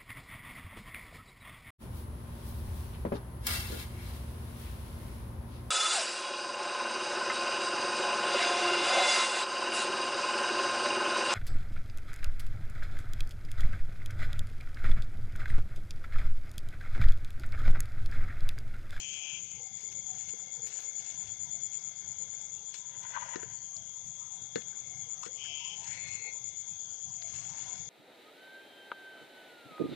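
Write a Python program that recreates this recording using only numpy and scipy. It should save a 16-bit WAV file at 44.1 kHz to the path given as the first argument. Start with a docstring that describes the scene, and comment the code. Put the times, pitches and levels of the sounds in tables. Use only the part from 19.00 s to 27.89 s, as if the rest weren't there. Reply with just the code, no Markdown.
"""Wet grass at the water's edge, at night. Close to the microphones a cricket scrapes its wings in nine
chirps a second; far off lies a chorus of crickets and frogs. A nearer frog gives three buzzing calls,
pulses ringing in its vocal sac. Blades rustle, drops tick on leaves, water splashes briefly, a hand
reaches into the grass and the hand-held camera is knocked. The right microphone is muffled,
so sound through the air is heard almost wholly on the left."""
import sys
import numpy as np
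from scipy import signal
from scipy.fft import next_fast_len
from scipy.io import wavfile
from scipy.ndimage import map_coordinates

SR = 44100
rng = np.random.default_rng(int(sys.argv[2]) if len(sys.argv) > 2 else 0)


def master_out(mix):
    """Clip the mix to full scale and print it as 16-bit PCM to the path in sys.argv[1]."""
    frames = np.transpose(np.atleast_2d(mix))
    ceiling = np.clip(frames, -1, 1)
    pcm = np.round(ceiling * 32767).astype(np.int16)
    wavfile.write(sys.argv[1], SR, pcm)


N = 392049
TIME = np.arange(N) / SR


def near_cricket(wing_hz=6985, strokes_per_s=107, chirp_s=.066, sink_hz=190, gain_db=1):
    """Close by: each chirp is a swell of wing strokes; the tone sinks and scrapes through each stroke."""
    # chirps: (middle [s], level [dB])
    chirps = [(0.089, -43), (0.204, -47), (0.326, -41.5), (0.424, -42), (0.537, -43.5), (0.647, -41),
              (0.756, -40.5), (0.861, -38.5), (0.979, -38), (1.092, -37), (1.208, -40), (1.31, -38),
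              (1.409, -40.5), (1.545, -38.5), (1.647, -35.5), (1.762, -36), (1.874, -37.5), (1.976, -36),
              (2.087, -37.5), (2.203, -36.5), (2.314, -38), (2.425, -36), (2.536, -35), (2.644, -34.5),
              (2.754, -35.5), (2.867, -38.5), (2.988, -40.5), (3.104, -37.5), (3.21, -37), (3.328, -39.5),
              (3.438, -40.5), (3.543, -40), (3.679, -41), (3.793, -41.5), (3.883, -42.5), (3.988, -40),
              (4.09, -40.5), (4.213, -44), (4.315, -42.5), (4.424, -41.5), (4.549, -40.5), (4.646, -43.5),
              (4.762, -41.3), (4.878, -46), (4.984, -43.5), (5.099, -42.5), (5.216, -43.5), (5.343, -41.5),
              (5.445, -42), (5.578, -41.5), (5.7, -41.5), (5.784, -39.5), (5.893, -43.5), (6.004, -41.5),
              (6.118, -37), (6.232, -46), (6.343, -40.5), (6.462, -42), (6.574, -42.5), (6.674, -41),
              (6.792, -40.5), (6.903, -37.5), (7.02, -39.5), (7.135, -37), (7.249, -39.5), (7.354, -39),
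              (7.466, -36.5), (7.591, -39), (7.698, -40), (7.818, -41), (7.927, -40.5), (8.034, -41),
              (8.148, -40.5), (8.255, -41), (8.38, -40), (8.478, -40), (8.6, -40.5), (8.715, -39.5),
              (8.835, -46.5)]
    out, t = np.zeros(N), np.arange(int(chirp_s * SR)) / SR
    swell = signal.windows.tukey(len(t), .28)
    for at, db in chirps:
        pace = strokes_per_s * (1 + .04 * rng.standard_normal())
        strokes = t * pace + rng.random() + .04 * drift(len(t), 100)
        within = strokes % 1
        force = np.sin(np.pi * within) ** 1.4 * amp(1.6 * rng.standard_normal(32)[strokes.astype(int)])
        hz = wing_hz + sink_hz * (.5 - within) + 40 * drift(len(t), 150)
        scrape = .22 * drift(len(t), 450)
        tone = np.sin(phase(hz) + scrape)
        add(out, at - chirp_s / 2, amp(db + gain_db) * evened(force * tone * swell))
    # as the camera sways, the echoes from the stalks blend from one pattern into another
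    sway = 2 * np.pi * .27 * TIME
    blends = abs(np.cos(sway)), abs(np.sin(sway))
    heard = sum(scattered(out * blend, t60=.055, wet_db=-8) * blend for blend in blends)
    return out.std() * evened(heard)


def near_frog(bank_echo_s=.21):
    """Nearer than the chorus: two bright calls and a deeper one, each thrown back by the far bank."""
    # bright calls: (start [s], length [s], level [dB], pulse rate [Hz], scoop [share], scoop time [s],
    # droop [share], roughness [ratio], lift of the sac's lower ring [dB], bank echo [dB])
    bright_calls = [(-.055, .455, -41.5, 148.8, .06, .155, .012, .42, 7, -14),
                    (6.345, .41, -40, 147.8, .05, .11, .03, .26, 0, -17)]
    # the deeper call, same columns
    deep_calls = [(6.845, .47, -44, 126.8, -.03, .19, .003, .22, 0, -26)]
    # resonances of the vocal sac in each kind of call: (frequency [Hz], level [dB])
    bright_sac = [(1700, -45), (2200, -19), (2350, -11), (2500, -12), (2660, -10), (2810, -13), (2950, -5),
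                  (3090, 1), (3250, -1), (3400, -17), (4100, -40), (5000, -17), (5200, -20), (5470, -16),
                  (5900, -26), (9000, -75)]
    deep_sac = [(1700, -42), (1920, -27), (2030, -11), (2160, 0), (2290, -8), (2410, -13), (2550, -14),
                (2670, -20), (2900, -40), (3900, -40), (4060, -20), (4190, -14), (4450, -24), (4800, -45),
                (9000, -96)]
    out = np.zeros(N)
    for calls, sac in (bright_calls, bright_sac), (deep_calls, deep_sac):
        for start, *shape, echo_db in calls:
            call = frog_call(*shape, sac)
            add(out, start, call)
            add(out, start + bank_echo_s, amp(echo_db) * call)
    return scattered(scattered(out, t60=.039, wet_db=-13), t60=.45, wet_db=-8)


def frog_call(length, db, pulse_hz, scoop, scoop_s, droop, rough, lift_db, sac):
    """Uneven pulses buzz through the vocal sac; they glide onto their rate and sag as the air runs out."""
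    rise_s, release_s, ring_hz, ring_width_hz = .096, .011, 2480, 190
    t = np.arange(0, length, 1 / SR)
    hz = pulse_hz * (1 - scoop * np.exp(-(t / scoop_s) ** 4) - droop * (t / length) ** 6)
    hoarse = rough * (1 + 6.6 * (2 * t / length - 1) ** 2)  # roughest at both ends
    turns = np.cumsum(hz * (1 + .0033 * drift(len(t), 127.6))) / SR
    # the way through the reeds smears the pulses and lets each overtone swell on its own
    overtones = (amp(1.8 * drift(len(t), 14)) * np.cos(2 * np.pi * k * turns + .8 * drift(len(t), 7))
                 for k in range(10, 48))
    pulses = evened(sum(overtones))
    puffs = evened(np.exp(-(turns % 1) / 3.2) * rng.standard_normal(len(t)))
    throat = [(f, level + lift_db * np.exp(-((f - ring_hz) / ring_width_hz) ** 2)) for f, level in sac]
    drive = (pulses + hoarse * puffs) / np.sqrt(1 + (hoarse / 2) ** 2)
    buzz = evened(coloured(drive * amp(1.1 * drift(len(t), 90)), throat))
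    return amp(db) * buzz * np.minimum(t / rise_s, 1) * np.minimum((length - t) / release_s, 1)


def camera_knocks(rattle_s=.0033, right_db=-1, right_lag_s=.00081):
    """At the microphones: a rattling click through the air, and a thud of the casing that reaches both."""
    # knocks: (time [s], thud level [dB], click level [dB], thud's low cut [Hz])
    knocks = [(.835, -50, -60, 100), (1.336, -37, -61, 200), (4.358, -28, -23, 390),
              (4.43, -36, -28.5, 280), (5.5575, -19, -19, 111), (5.58, -29.5, -35, 149),
              (6.263, -33.5, -35, 170), (6.279, -50, -46, 170)]
    # modes of the casing: (frequency [Hz], level [dB], time to fall 60 dB [s])
    modes = [(212, -7.5, 0.11), (327, -7, 0.04), (433, -3, 0.05), (468, 2.5, 0.095)]
    # spectrum of the click: (frequency [Hz], level [dB])
    click_colour = [(40, -43), (200, -4.5), (500, 5), (800, -27), (1400, -6), (1750, -0.5), (2300, -17.5),
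                    (3200, -18.5), (4300, -17.5), (6000, -23.5), (9000, -39.5), (15000, -74.5)]
    thud, click, t = np.zeros(N), np.zeros(N), np.arange(SR // 6) / SR
    ring = sum(amp(db - 60 * t / t60) * np.sin(2 * np.pi * hz * t) for hz, db, t60 in modes) / 3
    for at, thud_db, click_db, low_hz in knocks:
        burst = coloured(rng.standard_normal(len(t)) * np.exp(-t / rattle_s), click_colour)
        low_cut = signal.butter(3, low_hz, "high", fs=SR, output="sos")
        add(thud, at, amp(thud_db) * signal.sosfilt(low_cut, ring))
        add(click, at, amp(click_db) * burst / abs(burst).max())
    right_thud = amp(right_db) * np.roll(thud, round(right_lag_s * SR))
    return scattered(click, t60=.14, wet_db=-7.5), np.array([thud, right_thud])


def water(splash_db=7, rise_s=.014, fall_s=.015, plop_db=2, bubbles=14, bubble_t60=.018):
    """Quick sloshes of spray, and clusters of small bubbles that rise in pitch as they ring."""
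    # sloshes: (peak time [s], level [dB])
    sloshes = [(3.95, -60), (4.048, -53), (4.14, -50), (4.164, -39), (4.228, -48), (4.285, -49),
               (4.335, -46.5), (4.435, -56), (4.515, -61)]
    # stirred water swelling beneath them: (middle [s], level [dB], length [s])
    surge = [(4.19, -62.5, 0.76)]
    # spray with the hollow ring of the water: (frequency [Hz], level [dB])
    splash_colour = [(50, -80), (300, -42.5), (650, -31), (980, 9), (1230, -13), (1480, -2), (1650, 3.5),
                     (1820, 1.5), (2300, -9.5), (3200, -12.5), (4500, -22.5), (8000, -60)]
    # plops: (start [s], level [dB], bubble pitch [Hz], length [s])
    plops = [(4.141, -31, 1580, 0.028), (4.159, -33, 1440, 0.0075), (4.162, -26, 1044, 0.015),
             (4.223, -36.5, 1004, .015), (5.724, -49, 1560, 0.0075), (6.229, -37, 1090, 0.0087),
             (6.242, -42, 1410, .025), (6.444, -45.5, 1660, .015), (6.857, -42, 1770, 0.07),
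             (6.927, -42, 1800, 0.071), (7.023, -43.5, 1800, 0.072)]
    slosh = sum(amp(db) * np.exp(-np.maximum((at - TIME) / rise_s, (TIME - at) / fall_s).clip(0, 20))
                for at, db in sloshes)
    spray = evened(coloured(grains(N, per_s=2500, spread_db=2), splash_colour))
    out = (slosh + swells(surge)) * amp(splash_db + 2 * drift(N, 60)) * spray
    t = np.arange(SR // 25) / SR
    decay = amp(-60 * t / bubble_t60)
    for at, db, hz, length in plops:
        soft_start = 1 - np.exp(-t * hz)  # a bubble takes about a cycle to get going
        for k, (detune, force) in enumerate(rng.standard_normal((bubbles, 2))):
            bubble = np.sin(2 * np.pi * hz * np.exp(.029 * detune) * t * (1 + t)) * decay * soft_start
            start = at + length * (k + rng.random()) / bubbles
            add(out, start, amp(db + plop_db + 2 * force) * bubble)
    return scattered(out, t60=.063, wet_db=-3.5)


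def grass(stalks_db=10, brush_db=3):
    """Stalks crackle softly throughout; now and then a wet blade brushes past, catching and slipping."""
    # stalks stirring and blades brushing: (middle [s], level [dB], length [s])
    stirs = [(.3, -78, 0.23), (1.3, -78.5, 0.66), (1.76, -70, 0.22), (2.2, -74.5, 0.52), (3.0, -78, .7),
             (4.25, -61, 0.39), (5.7, -75, 0.21), (6.9, -74, 0.19), (8.58, -67.5, 0.39)]
    brushes = [(.01, -42, 0.04), (.12, -51.5, 0.17), (0.803, -52.5, 0.057), (0.921, -52, 0.019),
               (1.21, -52.5, 0.11), (1.287, -52, 0.041), (1.685, -52, 0.057), (1.775, -51, 0.17),
               (2.067, -50.5, 0.16), (2.265, -51, 0.068), (2.745, -52.5, 0.033), (3.76, -46.5, 0.052),
               (4.036, -46.5, 0.013), (6.254, -47, 0.053), (6.912, -48.5, 0.3), (7.147, -53.5, 0.12),
               (8.365, -51, 0.21), (8.649, -54, 0.4)]
    # their spectra: (frequency [Hz], level [dB])
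    stalk_colour = [(150, -10), (400, 18.5), (850, 24), (1500, 28), (2800, 12.5), (4000, -7), (5000, 13),
                    (7500, 24), (9000, -53), (12000, -90.5)]
    blade_colour = [(500, -19.5), (1500, -5.5), (3000, 0), (4800, -1.5), (7000, 10.5), (8200, -4),
                    (9300, -17), (12000, -57), (15500, -26.5)]
    stirring = amp(stalks_db) * (amp(-81) + swells(stirs))
    stalks = stirring * evened(coloured(grains(N, per_s=2000, spread_db=3), stalk_colour))
    catching = amp(3 * drift(N, 140))
    blades = swells(brushes) * evened(catching * coloured(grains(N, per_s=3000, spread_db=3), blade_colour))
    return scattered(stalks + amp(brush_db) * blades, t60=.029, wet_db=5.5)


def snapping_blades(attack_s=.004):
    """A crisp crackle starts sharply and dies away as a blade lets go."""
    # snaps: (time [s], level [dB], decay [s])
    snaps = [(.805, -52, 0.011), (0.92, -51, 0.0084), (1.282, -50, 0.0071), (1.665, -43, 0.018),
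             (1.731, -53, 0.015), (1.799, -44, 0.014), (1.819, -44.5, 0.0085), (3.747, -50, 0.011),
             (8.362, -62, 0.0047), (8.634, -69, 0.0053)]
    # their spectrum: (frequency [Hz], level [dB])
    snap_colour = [(300, -27), (2500, -6), (4500, -5), (8000, -9), (12500, -21.5), (15000, -19)]
    out, t = np.zeros(N), np.arange(SR // 8) / SR
    for at, db, decay_s in snaps:
        crackle = evened(coloured(grains(len(t), per_s=6000, spread_db=1), snap_colour))
        add(out, at, amp(db) * crackle * np.minimum(t / attack_s, 1) * np.exp(-t / decay_s))
    return out


def reaching_hand(catch_db=2):
    """A hand and sleeve push into the grass: soft buffets of cloth under a clumpy crackle of stalks."""
    # reaches: (middle [s], level [dB], length [s])
    reaches = [(8.34, -52, 0.033), (8.62, -52, 0.24)]
    # spectrum of cloth and stalks: (frequency [Hz], level [dB])
    hand_colour = [(40, -14), (120, 11), (300, 14.5), (550, -18), (950, 12.5), (1800, 0), (5500, 9.5),
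                   (9000, -28), (12000, -45)]
    crackle = coloured(grains(N, per_s=1400, spread_db=3), hand_colour)
    return swells(reaches) * evened(crackle * amp(catch_db * drift(N, 41)))


def drips(t60=.028, half_width_hz=1100):
    """Each drop gives a leaf a short, noisy, high ring."""
    # drops landing: (time [s], level [dB], pitch [Hz])
    drops = [(3.747, -36, 5630), (4.7655, -32, 5230), (5.46, -48, 4550), (5.618, -38, 3380),
             (8.219, -32, 4240), (8.22, -37, 2125)]
    out, t = np.zeros(N), np.arange(SR // 20) / SR
    onset = 1 - np.exp(-t * half_width_hz)
    for at, db, hz in drops:
        tick = drift(len(t), 2 * half_width_hz) * np.sin(2 * np.pi * hz * t)
        add(out, at, amp(db - 60 * t / t60) * onset * tick)
    return out


def trilling_cricket(wing_hz=6480, strokes_per_s=90, wander_hz=130):
    """Now and then a lower-pitched cricket rises out of the chorus with one short trill of its wings."""
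    # trills: (middle [s], level [dB], length [s])
    trills = [(4.22, -47, 0.11), (4.72, -43.5, 0.15), (6.02, -39.5, 0.048), (6.88, -46, 0.1),
              (7.76, -44.5, 0.25)]
    tone = np.sin(phase(wing_hz + wander_hz * drift(N, 300)))
    strokes = 1 + np.sin(2 * np.pi * strokes_per_s * TIME + drift(N, 14))
    return swells(trills) * evened(scattered(strokes * tone, t60=.085, wet_db=-8.5))


def far_crickets(count=16, level_db=-42, waver_db=2):
    """Many crickets, each on its own pitch and rhythm, blurred by distance."""
    # spectrum of the chorus: (frequency [Hz], level [dB])
    chorus_colour = [(5000, -54.5), (5800, -17), (6150, -2.5), (6450, -3), (6750, 4), (7000, 4),
                     (7400, -9.5), (8050, -23.5), (9100, -59.5), (12000, -74.5)]
    out = np.zeros(N)
    for hz in np.linspace(6120, 6820, count):
        chirps_per_s, strokes_per_s, offset = rng.uniform(5, 11), rng.uniform(65, 125), rng.random()
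        chirping = 1 + np.sin(2 * np.pi * (chirps_per_s * TIME + offset + .24 * drift(N, 2)))
        strokes = 2 * np.pi * strokes_per_s * TIME + drift(N, 23)
        tone = np.sin(phase(hz + 35 * drift(N, 60)) + np.cos(strokes))
        out += chirping * (1 + np.sin(strokes)) * tone
    blur = evened(scattered(out, t60=.64, wet_db=-3.5))
    blur += amp(10) * rng.standard_normal(N)  # the farthest merge into a hiss
    return amp(level_db + waver_db * drift(N, 2.7)) * evened(coloured(blur, chorus_colour))


def far_frogs(edge_s=.16, low_db=-1.5, high_db=1.5):
    """Far across the water: low-voiced frogs call in bouts, high-voiced ones without a pause."""
    # bouts of the low voices: (start [s], end [s], level [dB])
    bouts = [(-.3, 3.5, -60.5), (3.7, 5.75, -70.5), (5.74, 6.1, -58.5), (6.25, 7.75, -62.5),
             (8.2, 8.9, -59.5)]
    # the high voices wander together: (time [s], pitch [Hz])
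    high_pitch = [(.6, 3463), (1.05, 3380), (1.5, 3438), (3.2, 3404), (3.8, 3446), (4.55, 3297),
                  (5.4, 3470), (6.3, 3360), (7.4, 3500), (8.1, 3301), (8.8, 3450)]
    # and ease off now and then: (time [s], level [dB])
    high_level = [(0, -62), (.6, -64), (.78, -58.5), (2.9, -59.5), (3.3, -57.5), (4.05, -57.5), (4.55, -65),
                  (4.85, -58.5), (5.1, -60), (5.55, -55), (5.85, -60), (6.9, -59), (7.2, -61), (7.7, -56.5),
                  (8.15, -60), (8.8, -56)]
    calling = sum(amp(db) * np.clip(np.minimum(TIME - start, end - TIME) / edge_s + .5, 0, 1)
                  for start, end, db in bouts)
    low = frog_choir(sac_hz=2168, width_hz=170, pulse_hz=60)
    low = amp(low_db) * evened(patchy(low, depth_db=3, patch_hz=90, patch_s=.1))
    hz = curve(high_pitch)
    high = frog_choir(sac_hz=hz.mean(), width_hz=350, pulse_hz=105)
    high = patchy(high, depth_db=2.5, patch_hz=120, patch_s=.05)
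    wandering = (signal.hilbert(high, next_fast_len(N))[:N] * np.exp(1j * phase(hz - hz.mean()))).real
    return (amp(-73) + calling) * low + amp(high_db + curve(high_level)) * evened(wandering)


def frog_choir(sac_hz, width_hz, pulse_hz, count=4):
    """A few distant frogs: overlapping pulse trains ringing in their vocal sacs."""
    pulses = np.zeros(N)
    for _ in range(count):
        turns = np.cumsum(pulse_hz * (rng.uniform(.75, 1.25) + .07 * drift(N, 25))) / SR
        pulses += np.diff(np.floor(turns), prepend=0) * amp(2.5 * drift(N, 60))
    sac = signal.butter(3, [sac_hz - width_hz / 2, sac_hz + width_hz / 2], "band", fs=SR, output="sos")
    return evened(scattered(signal.sosfilt(sac, pulses), t60=.47, wet_db=-2.5))


def far_insects(band_hz=(4575, 5325), gain_db=-1):
    """Distant insects merge into one thin, finely grained band beneath the crickets."""
    # their rise and fall: (time [s], level [dB])
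    level = [(0, -61.5), (1.4, -60), (3.1, -60.5), (3.6, -64), (5.3, -66.5), (6.1, -63.5), (6.4, -57.5),
             (7.2, -64.5), (7.9, -60.5), (8.8, -59.5)]
    band = signal.butter(2, band_hz, "band", fs=SR, output="sos")
    shrill = signal.sosfilt(band, grains(N, per_s=1500, spread_db=1))
    return amp(gain_db + curve(level)) * evened(patchy(shrill, depth_db=2.5, patch_hz=150, patch_s=.06))


def far_wash(half_width_hz=330, gain_db=1.5):
    """From far off, a soft band of noise comes and goes in patches."""
    # course of the wash: (time [s], level [dB], centre [Hz])
    course = [(0, -65.5, 564.2), (2.1, -61.5, 512.6), (2.6, -68, 602.3), (3.3, -66, 699.3), (4.9, -70, 863),
              (6.198, -59.5, 854.5), (7.2, -58.5, 854.5), (7.9, -71.5, 799), (8.6, -59.5, 655)]
    # its colour: (frequency [Hz], level [dB])
    wash_colour = [(250, -5.5), (470, 0.5), (600, -9), (740, 4), (1000, -1), (1400, -13)]
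    times, db, hz = np.transpose(course)
    lowpass = signal.butter(3, half_width_hz, fs=SR, output="sos")
    band = signal.sosfilt(lowpass, rng.standard_normal(N) + 1j * rng.standard_normal(N))
    noise = (band * np.exp(1j * phase(np.interp(TIME, times, hz)))).real
    wash = patchy(coloured(noise, wash_colour), depth_db=9.5, patch_hz=95, patch_s=.075)
    return amp(np.interp(TIME, times, db) + gain_db) * evened(wash)


def night_air(shared=.36, rumble_top_hz=300, swell_db=7):
    """A lumpy far rumble, partly common to both microphones, under a faint shifting hiss."""
    # still air at each microphone: (frequency [Hz], level [dB])
    left_colour = [(20, -105), (45, -95.5), (75, -82.5), (120, -77.5), (175, -80.5), (250, -93), (500, -95),
                   (1400, -101), (4000, -101), (5700, -101), (8000, -113), (9000, -123), (13000, -132),
                   (15000, -119)]
    right_colour = [(20, -104), (45, -104), (110, -84.5), (250, -103), (480, -106), (800, -107),
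                    (1300, -113), (6500, -115), (8500, -134), (13000, -134), (15000, -121)]
    left_noise, right_noise = rng.standard_normal((2, N)) * np.sqrt(SR / 2)
    low = signal.sosfiltfilt(signal.butter(4, rumble_top_hz, fs=SR, output="sos"), left_noise)
    swell = evened(amp(swell_db * np.tanh(drift(N, 14))))
    rumble = swell * patchy(low, depth_db=2, patch_hz=130, patch_s=.07)
    hiss = patchy(left_noise - low, depth_db=6, patch_hz=251, patch_s=.092)
    right = shared * rumble + np.sqrt(1 - shared ** 2) * right_noise
    return np.array([coloured(hiss + rumble, left_colour), coloured(right, right_colour)])


def scattered(x, t60, wet_db):
    """Direct sound plus the many weak echoes from stalks and banks."""
    t = np.arange(SR // 2) / SR
    tail = rng.standard_normal(len(t)) * amp(-60 * t / t60)
    wet = signal.oaconvolve(x, tail / np.linalg.norm(tail))[:len(x)]
    return (x + amp(wet_db) * wet) / np.sqrt(1 + amp(wet_db) ** 2)


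def coloured(x, points, size=4096):
    """Causal filter through (frequency [Hz], level [dB]) points: it rings after a click, never before."""
    hz, db = np.transpose(points)
    bins_hz = abs(np.fft.fftfreq(size, 1 / SR))
    log_gain = np.log(amp(np.interp(np.log(bins_hz + 1), np.log(hz + 1), db)))
    taps = np.fft.ifft(np.exp(np.conj(signal.hilbert(log_gain)))).real[:size // 2]
    return signal.oaconvolve(x, taps)[:len(x)]


def patchy(x, depth_db, patch_hz, patch_s):
    """Lets neighbouring pitches swell and fade on their own, in short patches."""
    hz, times, spectra = signal.stft(x, SR, nperseg=2048, noverlap=1536)
    grid = np.meshgrid(hz / patch_hz, times / patch_s, indexing="ij")
    field = map_coordinates(rng.standard_normal((400, 400)), grid, order=1, mode="wrap")
    return signal.istft(spectra * evened(amp(depth_db * field)), nperseg=2048, noverlap=1536)[1][:len(x)]


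def grains(count, per_s, spread_db):
    """Random clicks, most small and a few large."""
    clicks = (rng.random(count) < per_s / SR) * rng.standard_normal(count)
    return evened(clicks * amp(spread_db * np.minimum(rng.exponential(1, count), 4)))


def drift(count, per_s):
    """A random wander of about unit size."""
    knots = rng.standard_normal(4096)
    return np.interp(np.arange(count) * per_s / SR, np.arange(len(knots)), knots)


def swells(rows):
    """A gain that rises and falls smoothly around each (middle [s], level [dB], length [s])."""
    return sum(amp(db) * np.exp(-(2 * (TIME - at) / length) ** 2) for at, db, length in rows)


def curve(points):
    """Joins (time [s], value) points by straight lines."""
    return np.interp(TIME, *np.transpose(points))


def phase(hz):
    """Running phase of a changing pitch, in radians."""
    return 2 * np.pi * np.cumsum(hz) / SR


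def add(mix, at, sound):
    """Adds a sound to the mix, starting at a time in seconds."""
    start = round(at * SR)
    sound = sound[max(-start, 0):]
    part = mix[max(start, 0):][:len(sound)]
    part += sound[:len(part)]


def amp(db):
    """Decibels to gain."""
    return 10 ** (np.asarray(db) / 20)


def evened(x):
    """Scales to rms 1."""
    return x / np.sqrt(np.mean(x ** 2) + 1e-20)


def scene(casing_db=-17, lag_samples=64):
    """Airborne sound reaches the left microphone freely, the right one muffled and late."""
    # muffling of the right microphone: (frequency [Hz], gain [dB])
    muffling = [(100, -11), (500, -13.5), (1000, -28), (2200, -30.5), (3100, -32), (5000, -35.5),
                (6400, -51), (7000, -39.5), (9000, -40)]
    clicks, thuds = camera_knocks()
    animals = near_cricket() + far_crickets() + trilling_cricket() + far_insects()
    animals += far_frogs() + near_frog()
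    left = animals + far_wash() + grass() + reaching_hand() + snapping_blades() + drips() + water() + clicks
    late = np.pad(left, (lag_samples, 0))[:N]
    right = coloured(late, muffling) + amp(casing_db) * clicks  # clicks also come through the casing
    return np.array([left, right]) + thuds + night_air()


def record(dry):
    """The recorder passes nothing much above 15.5 kHz."""
    lowpass = signal.firwin(511, 15500, window=("kaiser", 9), fs=SR)
    return signal.oaconvolve(dry, lowpass[None], "same")


dry = scene()
out = record(dry)
master_out(out)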